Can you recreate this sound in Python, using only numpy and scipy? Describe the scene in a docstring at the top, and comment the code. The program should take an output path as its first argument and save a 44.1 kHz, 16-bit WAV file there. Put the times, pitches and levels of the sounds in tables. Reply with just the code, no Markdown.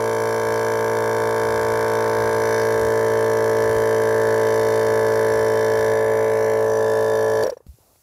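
"""On a lawn, a small piston compressor pumps up a football; switched off, it coasts to rest in a few strokes.
The pump is a periodic source: crank harmonics carry the delivery and intake puffs and the valve clack,
while piston knocks, rubbing and hissing air excite the modes of its cylinder.
A breeze (coloured noise) touches the microphone and a bird calls twice (falling glides).
Hands near the pump alter its sound; as they take hold of the ball it bumps in damped resonances."""
import sys
import numpy as np
from scipy import signal
from scipy.fft import rfft, irfft, next_fast_len
from scipy.io import wavfile
from scipy.ndimage import uniform_filter1d

SR = 44100
rng = np.random.default_rng(int(sys.argv[2]) if len(sys.argv) > 2 else 0)


def put_to_file(sound):
    """Save the sound as 16-bit audio at rate SR, in the file named by the first command-line argument."""
    columns = np.atleast_2d(sound).T  # one column per channel
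    safe = np.clip(columns, -1, 1)
    whole_steps = np.round(safe * 32767)
    wavfile.write(sys.argv[1], SR, whole_steps.astype(np.int16))


N = 353682
TIME = np.arange(N) / SR
HAND_MOVE_S = .15   # time a hand takes to move in or out


def from_db(db):
    """Level definition: amplitude ratio = 10^(level/20)."""
    return 10 ** (np.asarray(db) / 20)


def rms_one(x):
    """Normalisation to unit root-mean-square amplitude."""
    return x / np.sqrt(np.mean(x ** 2) + 1e-20)


def in_time(rows):
    """Linear interpolation: each column of a curve, sample by sample."""
    s, *columns = np.transpose(rows)
    return [np.interp(TIME, s, column) for column in columns]


def ramp(middle_s, length_s):
    """Linear transition from 0 to 1, centred on a moment."""
    return np.clip(.5 + (TIME - middle_s) / length_s, 0, 1)


def hold(s, length_s, fade_s):
    """Trapezoidal envelope: fades in around s, stays at 1, fades out around s + length_s."""
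    return ramp(s, fade_s) - ramp(s + length_s, fade_s)


def drift(rate):
    """Band-limited random modulation: about `rate` new values a second, joined by lines; rms 1."""
    knots = rng.standard_normal(N // 20)
    return rms_one(np.interp(TIME * rate, np.arange(len(knots)), knots))


def colour(x, spectrum):
    """Linear filtering: a spectral envelope, interpolated over log frequency, weights a sound; rms 1."""
    hz, db = np.transpose(spectrum)
    size = next_fast_len(N)
    f = np.maximum(np.fft.rfftfreq(size, 1 / SR), 1)
    weight = from_db(np.interp(np.log(f), np.log(hz), db))
    return rms_one(irfft(rfft(x, size) * weight, size)[:N])


def noise(spectrum):
    """Random excitation: white noise shaped to the given spectral density; rms 1."""
    return colour(rng.standard_normal(N), spectrum)


def puffs(rows):
    """Damped resonance: each impulse swells to its peak and dies; rows of t/s, peak level/dB, f/Hz, width/Hz."""
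    out = np.zeros(N)
    for s, db, hz, width_hz in rows:
        age = np.maximum(TIME - s, 0)
        swell = np.pi * width_hz * age / 2
        envelope = (swell * np.exp(1 - swell)) ** 2
        out += from_db(db) * envelope * np.sin(2 * np.pi * hz * age)
    return out


def bursts(rows, spectrum):
    """Transient noise that rises and decays; rows of t/s, peak rms level/dB, time to peak/s."""
    envelope = np.zeros(N)
    for s, db, peak_s in rows:
        age = np.maximum(TIME - s, 0) / peak_s
        envelope += from_db(db) * age * np.exp(1 - age)
    return envelope * noise(spectrum)


def steady(x, window_s=.3):
    """Automatic gain principle: evens out slow swells and keeps the mean level."""
    power = np.abs(uniform_filter1d(x ** 2, int(window_s * SR))) + 1e-20
    return x * np.sqrt(np.mean(power) / power)


# crank speed, which picks up, then sinks as the ball fills: t/s, f/Hz (turns per second)
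CRANK_SPEED = [(0, 55.964), (0.35, 56.069), (1.8, 55.855), (3.2, 55.676), (5.1, 55.215), (7.4, 54.93)]


def crank_turns(start_angle=-.025):
    """Phase is the integral of frequency: the crank angle in turns."""
    speed, = in_time(CRANK_SPEED)
    return np.cumsum(speed) / SR + start_angle


# pump tone: t/s, tone (0 slack ball, 1 round ball, 2 round ball with a hand shading the pump)
PUMP_TONE = [(0, 0.17), (2.2, 0), (2.9, 0.94), (5.4, 1.27), (6.1, 1.76), (6.8, 1.9)]
# crank harmonics for the three pump tones: multiple of crank speed, level within its band/dB
SLACK_BALL = [(1, -39), (2, -11.5), (3, -27), (4, -15), (5, -22), (6, -14), (7, -10), (8, 0.5), (9, -7),
              (10, -7.5), (11, -6), (12, -16), (13, -13.5), (14, -31), (15, -26), (16, -7), (17, -11.5),
              (18, -10), (19, -16.5), (20, -13), (21, -19.5), (22, -23), (23, -27.5), (24, -21.5),
              (25, -25), (26, -9.5), (27, -7), (28, -18.5), (29, -3), (30, -10), (31, -11), (32, -26),
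              (33, -66), (34, -49), (35, -60), (36, -30), (37, -25), (38, -30.5), (39, -34), (40, -24),
              (41, -26.5), (42, -37), (43, -52)]
ROUND_BALL = [(1, -40.5), (2, -13.5), (3, -29), (4, -18), (5, -22.5), (6, -17), (7, -11), (8, 0.5),
              (9, -12), (10, -7.5), (11, -7), (12, -20.5), (13, -18), (14, -46), (15, -27), (16, -13.5),
              (17, -18), (18, -14), (19, -24), (20, -18.5), (21, -26.5), (22, -26.5), (23, -26), (24, -31),
              (25, -25.5), (26, -28.5), (27, -18.5), (28, -31), (29, -14.5), (30, -18.5), (31, -13),
              (32, -16), (33, -47), (34, -40), (35, -45.5), (36, -15), (37, -19.5), (38, -34), (39, -35),
              (40, -20), (41, -37.5), (42, -39), (43, -57)]
HAND_SHADED = [(1, -52), (2, -15.5), (3, -30.5), (4, -19.5), (5, -26.5), (6, -22), (7, -15.5), (8, 1),
               (9, -15), (10, -3.5), (11, -5.5), (12, -14), (13, -17.5), (14, -26), (15, -17), (16, -15.5),
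               (17, -27.5), (18, -13.5), (19, -22.5), (20, -21), (21, -24.5), (22, -40), (23, -41),
               (24, -32.5), (25, -21), (26, -49.5), (27, -22), (28, -53), (29, -19), (30, -23.5), (31, -8),
               (32, -10.5), (33, -19), (34, -43), (35, -55), (36, -35.5), (37, -24.5), (38, -65), (39, -46),
               (40, -30), (41, -27), (42, -40.5), (43, -62)]
# resonances struck in one turn (delivery, valve clack, piston thud, intake), used for their phases:
# crank angle/turns, f/Hz, width/Hz, relative level/dB
STROKE_RESONANCES = [(-0.003, 588, 299, -4.5), (0.017, 979.6, 338, -15.5), (0.256, 1604, 312, -13),
                     (0.248, 186, 117, -14.5), (0.584, 515.2, 346, -8), (0.576, 695, 102.1, -4.5)]


def pulsation(turns, air_db, clack_db, buzz_db, air_rough=0.03, clack_rough=0.07, wander_db=1.0):
    """Fourier series of the crank: strokes set the phases, the pump tone the balance of harmonics."""
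    tone, = in_time(PUMP_TONE)
    tones = np.array([SLACK_BALL, ROUND_BALL, HAND_SHADED])[:, :, 1]
    order = np.arange(1, tones.shape[1] + 1)
    hz = order * np.mean(np.array(CRANK_SPEED)[:, 1])
    response = 0
    for angle, ring_hz, width_hz, db in STROKE_RESONANCES:
        resonance = 1 / (1 + 2j * (hz - ring_hz) / width_hz) ** 3
        response = response + from_db(db) * np.exp(-2j * np.pi * order * angle) * resonance
    # air below 1350 Hz, valve clack up to 1950 Hz, cylinder head buzz above
    band = np.digitize(hz, [1350, 1950])
    voices = [(air_db, air_rough), (clack_db, clack_rough), (buzz_db, clack_rough)]
    out = 0
    for i, (level_db, rough) in enumerate(voices):
        wave, power = 0, 0
        for k in np.flatnonzero(band == i):
            balance_db = np.interp(tone, np.arange(3), tones[:, k])
            # the high harmonics wander more than the low ones
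            gain = from_db(balance_db + wander_db * order[k] / len(order) * drift(4))
            wave = wave + gain * np.sin(2 * np.pi * order[k] * turns + np.angle(response[k]))
            power = power + gain ** 2 / 2
        out = out + from_db(level_db) * wave / np.sqrt(power) * (1 + rough * drift(220))
    return out


def turbulence(turns, spectrum, depth, peak_angle):
    """Amplitude modulation: coloured noise that swells once a turn; rms 1."""
    return rms_one(noise(spectrum) * (1 + depth * np.cos(2 * np.pi * (turns - peak_angle))))


def scrape(turns, memory_turns=30):
    """Autoregression from turn to turn: the piston ring meets a roughness whose pattern changes slowly."""
    turn = np.floor(turns - np.floor(turns[0])).astype(int)
    along = np.arange(N) - np.searchsorted(turn, turn)   # samples since the turn began
    keep = np.exp(-1 / memory_turns)
    pattern = rng.standard_normal((turn[-1] + 1, along.max() + 1))
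    for k in range(1, len(pattern)):
        pattern[k] = keep * pattern[k - 1] + np.sqrt(1 - keep ** 2) * pattern[k]
    return pattern[turn, along]


# piston and rod knocks in one turn: crank angle/turns, relative level/dB
PISTON_KNOCKS = [(.16, -0.5), (0.254, 1.5), (.355, 7.5), (.46, -3.5), (0.561, -15)]
# rubbing of the piston over one turn: crank angle/turns, relative level/dB
PISTON_RUB = [(.02, -16.5), (.13, -15), (.25, -0.5), (.35, 1), (.48, -3), (.68, -7.5), (.88, -11)]
# broad colour of the rattle: f/Hz, relative level/dB
RATTLE_COLOUR = [(1500, -32), (2300, -1.5), (2800, -6), (4200, 2), (6400, -1.5), (7500, -0.5), (8200, -13),
                 (9000, -0.5), (12000, -3.5), (13500, -7.5), (15600, -10.5)]


def rattle(turns, jitter_s=.00002, uneven_db=1.8, knock_db=-4.5, hiss_db=-8, flutter_db=0.5):
    """Impact and friction excitation: knocks at fixed crank angles, rubbing and a hiss of air; rms 1."""
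    knocks, whole = np.zeros(N), np.arange(int(turns[-1]))
    for angle, db in PISTON_KNOCKS:
        s = np.interp(whole + angle, turns, TIME) + jitter_s * rng.standard_normal(len(whole))
        at = np.clip(np.round(s * SR).astype(int), 0, N - 1)
        knocks[at] += from_db(db + uneven_db * rng.standard_normal(len(whole)))
    angle, db = np.transpose(PISTON_RUB)
    hiss = np.diff(rng.standard_normal(N + 1))   # brighter than the rubbing
    rub_gain = from_db(np.interp(turns, angle, db, period=1))
    rub = rms_one(rub_gain * (scrape(turns) + from_db(hiss_db) * hiss))
    # the rattle flutters slowly, out of step with the crank
    flutter = 2 * np.pi * .277 * turns
    gain = from_db(flutter_db * (np.sin(flutter) + np.sin(2 * flutter)))
    return colour(gain * (from_db(knock_db) * rms_one(knocks) + rub), RATTLE_COLOUR)


# ringing modes of the finned aluminium cylinder: f/Hz, width/Hz, relative level/dB
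CYLINDER_MODES = [(3122, 75, 3), (3608, 55, 1.5), (4414, 77, -8.5), (4840, 99, -10), (5450, 146, -2),
                  (5740, 135, -5), (5907, 144, 0.5), (6910, 110, -8), (7570, 180, -7.5), (8820, 160, -9),
                  (9250, 180, -12.5), (10240, 210, -3.5), (10650, 92, -5.5), (11500, 720, -10.5)]


def cylinder(x, low_db, middle_db, ring_db=13, wander_db=0.8):
    """Modal superposition: a sound keeps the cylinder's modes ringing evenly, each with a slight wander."""
    out = x.copy()
    for hz, width_hz, db in CYLINDER_MODES:
        hand_db = low_db if 3400 < hz < 5600 else middle_db if 5600 < hz < 6500 else 0
        b, a = signal.iirpeak(hz, hz / width_hz, fs=SR)
        ringing = steady(signal.lfilter(b, a, x + 1e-18))
        out += from_db(db + ring_db + hand_db + wander_db * drift(3.1)) * ringing
    return out


# hands or arms near the pump: t/s, length/s, then the change of level/dB of
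# clack, buzz, rattle, modes near 4.5 kHz and modes near 6 kHz. In order, a hand passes over the pump,
# holds the ball, loosens its grip, grips again; the other arm reaches in front, its hand covers the
# pump's end; the first hand leaves the ball, comes down on the cylinder head and stays by the switch
HAND_POSITIONS = [(2.44, .24, 2, 3, .5, 1, 5), (2.752, 1.45, -0.5, -1, 0, -2.5, 0),
                  (4.08, 0.28, 1.4, -1.2, 0, 0, -1), (4.5, 0.33, -2, 0.5, .7, 2, .5),
                  (5.95, 0.84, -1, -0.5, -2.4, -7, -2.5), (6.15, 0.52, -3, 1.5, 0, -1, 0.5),
                  (6.36, .16, 1.5, -1, -0.5, -1, 8.5), (6.64, 0.17, -2, 0, -0.5, 1, 9),
                  (6.78, .8, -1, 1, -2, 3, 0)]


def hands():
    """Reflection and screening: what hands add in dB to clack, buzz, rattle and two groups of modes."""
    return sum(np.outer(db, hold(s, length, HAND_MOVE_S)) for s, length, *db in HAND_POSITIONS)


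# an arm reaches across the pump; delay and its rms sway in seconds
ARM_AT_S, ARM_ECHO_DB, ARM_ECHO_S, ARM_SWAY_S, ARM_SWAYS_PER_S = 5.9, -7.5, .00085, .00006, 4


def arm_echo(x):
    """Comb filtering: a short, swaying echo once the arm is in front; gain compensates its added power."""
    delay_s = ARM_ECHO_S + ARM_SWAY_S * drift(ARM_SWAYS_PER_S)
    gain = from_db(ARM_ECHO_DB) * ramp(ARM_AT_S, HAND_MOVE_S)
    return (x + gain * np.interp(TIME - delay_s, TIME, x)) / np.sqrt(1 + gain ** 2)


# air pulsation, growing with the back pressure: t/s, rms level/dB
AIR_LEVEL = [(0, -20.8), (2.2, -19.4), (2.9, -18.2), (4.4, -17.4), (7.4, -18.2)]
# turbulence in the intake and hose: f/Hz, relative spectral density/dB
TURBULENCE_COLOUR = [(60, -15.5), (150, -13.5), (280, -10.5), (450, -4), (600, -6.5), (780, -7.5),
                     (1000, -10), (1280, -14.5), (1650, -10), (2000, -20.5), (2600, -26), (4000, -33.5)]
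# chatter of the valve plate and of the cylinder head: f/Hz, relative spectral density/dB
VALVE_CHATTER_COLOUR = [(900, -39), (1350, -15.5), (1550, -1), (1680, -1.5), (1880, -6.5), (2100, -19),
                        (2600, -44)]
HEAD_CHATTER_COLOUR = [(1500, -34.5), (1900, -2.5), (2050, -0.5), (2250, -7), (2450, -12.5), (3000, -33)]
# base levels of valve clack, cylinder head buzz and piston rattle under load, before hands and damping
CLACK_DB, BUZZ_DB, RATTLE_DB = -33, -43, -40.2
CLACK_BUILD_S, CLACK_SOFTER_DB = 0.49, 3   # the valve clacks softly until the hose is under pressure
# noise re. each clack: the valve plate seats cleanly at first, then chatters as the pressure builds
TIGHT_DB, LOOSE_DB, LOOSENS_MIDDLE_S, LOOSENS_OVER_S = -10.5, -6, 1.4, .8
# a hand comes to rest on the cylinder head, by the switch, and damps its buzz and the chatter
HEAD_HELD_S, BUZZ_DAMPED_DB, CHATTER_DAMPED_DB = 6.62, 15, 6
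POWER_OFF_S = 7.4395


def loaded_compressor(turbulence_db=-39):
    """Periodic source plus cyclostationary noise: the pump runs under load until the power goes off."""
    turns = crank_turns()
    air_db, = in_time(AIR_LEVEL)
    hand_clack_db, hand_buzz_db, hand_rattle_db, low_db, middle_db = hands()
    held = ramp(HEAD_HELD_S, HAND_MOVE_S)
    clack_db = CLACK_DB + hand_clack_db - CLACK_SOFTER_DB * np.maximum(1 - TIME / CLACK_BUILD_S, 0)
    buzz_db = BUZZ_DB + hand_buzz_db - BUZZ_DAMPED_DB * held
    loosened = ramp(LOOSENS_MIDDLE_S, LOOSENS_OVER_S)
    chatter_db = TIGHT_DB + (LOOSE_DB - TIGHT_DB) * loosened - CHATTER_DAMPED_DB * held
    running = pulsation(turns, air_db, clack_db, buzz_db)
    running += from_db(turbulence_db) * turbulence(turns, TURBULENCE_COLOUR, depth=0.14, peak_angle=0.75)
    # no two clacks are quite alike, so each carries its share of noise
    valve_chatter = turbulence(turns, VALVE_CHATTER_COLOUR, depth=0.26, peak_angle=0.59)
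    running += from_db(clack_db + chatter_db) * valve_chatter
    head_chatter = turbulence(turns, HEAD_CHATTER_COLOUR, depth=0.4, peak_angle=0.74)
    running += from_db(buzz_db + chatter_db - 1) * head_chatter   # the head chatters 1 dB less
    ringing_rattle = rms_one(cylinder(rattle(turns), low_db, middle_db))
    running += from_db(RATTLE_DB + hand_rattle_db) * arm_echo(ringing_rattle)
    powered = 1 - ramp(POWER_OFF_S, 0.0025)
    return powered * running


# a light breeze that dies away: t/s, mean level/dB
BREEZE_LEVEL = [(0, -58), (2, -50), (4.3, -55.5), (6.1, -53.5), (7.47, -60), (7.6, -68)]
# gusts on the microphone: middle t/s, length/s, peak rms level/dB
WIND_GUSTS = [(1.62, .6, -45), (2.27, .35, -44), (2.84, .22, -39), (3.75, .3, -37.5), (5.37, .2, -47),
              (5.87, .35, -46.5)]
# colours of wind, rustle and hiss: f/Hz, relative spectral density/dB
WIND_COLOUR = [(20, -26), (32, -14), (45, -7), (72, 2.5), (110, -1.5), (200, -16.5), (500, -37)]
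SOFT_RUSTLE_COLOUR = [(29, -38), (50, -1), (77, -3), (265, -8.5), (592, -3), (1180, -12), (2500, -33),
                      (3250, -55), (5500, -120)]
FAINT_HISS_COLOUR = [(880, -28), (1500, -5), (1640, -9), (2750, -6), (3120, -9), (4230, -3.5), (7450, -1),
                     (8540, -4), (11300, 1), (15500, -4)]
BREEZE_FLUTTER_DB, BREEZE_FLUTTER_PER_S = 2, 9
# soft rustle: a constant floor, and a swell added to it as the ball is handled
RUSTLE_FLOOR_DB, RUSTLE_SWELL_DB, RUSTLE_S, RUSTLE_LENGTH_S, RUSTLE_FADE_S = -68.5, -67, 7.8, 0.15, .04
# a faint background hiss, steady at one level, then at a higher one from about the first bump
HISS_FLOOR_DB, HISS_DB, HISS_MIDDLE_S, HISS_RISE_S = -72, -61, 7.666, .008


def background():
    """Coloured noise: breeze and gusts on the microphone, a soft rustle, and a faint background hiss that steps
    up as the ball is bumped."""
    breeze_db, = in_time(BREEZE_LEVEL)
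    breeze = from_db(breeze_db + BREEZE_FLUTTER_DB * drift(BREEZE_FLUTTER_PER_S))
    gusts = sum(from_db(db) * np.sin(np.pi * ramp(s, length)) ** 2 for s, length, db in WIND_GUSTS)
    swell = hold(RUSTLE_S, RUSTLE_LENGTH_S, RUSTLE_FADE_S)
    rustle = from_db(RUSTLE_FLOOR_DB) + from_db(RUSTLE_SWELL_DB) * swell
    hiss = from_db(HISS_FLOOR_DB + (HISS_DB - HISS_FLOOR_DB) * ramp(HISS_MIDDLE_S, HISS_RISE_S))
    wind = (breeze + gusts) * noise(WIND_COLOUR)
    return wind + rustle * noise(SOFT_RUSTLE_COLOUR) + hiss * noise(FAINT_HISS_COLOUR)


# falling bird notes: t/s, length/s, start f/Hz, end f/Hz, peak level/dB
BIRD_NOTES = [(.555, 0.039, 5500, 4300, -42), (2.585, .06, 5600, 4200, -42)]


def bird(quaver=0.03):
    """Frequency modulation: thin, slightly quavering whistles that glide down."""
    out = np.zeros(N)
    for s, length, start_hz, end_hz, db in BIRD_NOTES:
        along = np.clip((TIME - s) / length, 0, 1)
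        glide_hz = end_hz + (start_hz - end_hz) * (1 - along) ** 1.2
        hz = glide_hz * (1 + quaver * drift(500))
        out += from_db(db) * np.sin(np.pi * along) * np.sin(2 * np.pi * np.cumsum(hz) / SR)
    return out


# click of the rocker switch: t/s, peak rms level/dB, time to peak/s
SWITCH_CLICK = [(7.4348, -29.5, 0.0014)]
# ring of the switch housing: t/s, peak level/dB, f/Hz, width/Hz
HOUSING_RING = [(7.4345, -23, 4660, 420)]


def switch():
    """Impact excitation: the rocker's noise burst, and the damped ring of its housing."""
    return bursts(SWITCH_CLICK, RATTLE_COLOUR) + puffs(HOUSING_RING)


# last puffs of the coasting piston: t/s, peak level/dB, f/Hz, width/Hz
COASTING_PUFFS = [(7.4408, -10.5, 527, 262), (7.452, -14, 473, 200), (7.462, -12.5, 555, 210),
                  (7.4749, -14.5, 493, 149), (7.4927, -15.5, 566, 163), (7.516, -27, 493, 200),
                  (7.5217, -22.5, 478, 99), (7.568, -30.5, 530, 240), (7.6035, -40, 470, 240)]
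# the valve plate shuts on those strokes: t/s, peak rms level/dB, time to peak/s
COASTING_RATTLES = [(7.4445, -44, 0.0031), (7.466, -40, .003), (7.497, -43, .0035), (7.531, -65, 0.0095),
                    (7.572, -63, 0.0027)]
# the valve plate rings on as it seats: t/s, peak level/dB, f/Hz, width/Hz
COASTING_VALVE_RINGS = [(7.444, -32, 5750, 190), (7.467, -33, 5600, 190), (7.498, -35, 5600, 150),
                        (7.498, -39, 4500, 200), (7.498, -40, 4980, 200), (7.529, -60, 5930, 80),
                        (7.571, -53, 5620, 160)]


def coasting(clack_db=-24, clack_hz=1720, clack_width_hz=170, hose_db=-16, hose_hz=980, hose_width_hz=280,
             air_db=-25, air_s=0.0063):
    """Free decay of the crank: last puffs, each with hose ring, valve clack and gust of air, and rattles."""
    clacks = [(s + 0.00224, db + clack_db, clack_hz, clack_width_hz) for s, db, _, _ in COASTING_PUFFS]
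    hose = [(s, db + hose_db, hose_hz, hose_width_hz) for s, db, _, _ in COASTING_PUFFS]
    gusts = [(s, db + air_db, air_s) for s, db, _, _ in COASTING_PUFFS]
    strokes = puffs(COASTING_PUFFS) + puffs(clacks) + puffs(hose) + bursts(gusts, TURBULENCE_COLOUR)
    return strokes + bursts(COASTING_RATTLES, RATTLE_COLOUR) + puffs(COASTING_VALVE_RINGS)


# hands bump the ball: t/s, peak level/dB, f/Hz, width/Hz
BALL_BUMPS = [(7.665, -38, 140, 220), (7.68, -33, 68, 42), (7.684, -51, 200, 130), (7.736, -44, 110, 100),
              (7.786, -47, 380, 500), (7.8, -53, 90, 70), (7.957, -50, 650, 700)]
# fingers slap the ball's skin: t/s, peak rms level/dB, time to peak/s
FINGER_SLAPS = [(7.6658, -49, 0.0011), (7.959, -53, .0012)]
# colour of the slapped skin: f/Hz, relative spectral density/dB
SKIN_COLOUR = [(300, 5), (900, -5), (2500, -14), (7000, -17), (15000, -18)]


def ball():
    """Impact response: hands excite damped resonances of the ball, fingers short noise on its skin."""
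    return puffs(BALL_BUMPS) + bursts(FINGER_SLAPS, SKIN_COLOUR)


def scene():
    """Linear superposition: all sources add at one microphone, in the open air."""
    compressor = loaded_compressor() + switch() + coasting()
    return (compressor + background() + bird() + ball())[None]


CUTOFF_HZ = 15600


def record(dry):
    """Low-pass filtering: an elliptic filter cuts the top steeply."""
    return signal.sosfilt(signal.ellip(12, .1, 90, CUTOFF_HZ, fs=SR, output="sos"), dry)


dry = scene()
out = record(dry)
put_to_file(out)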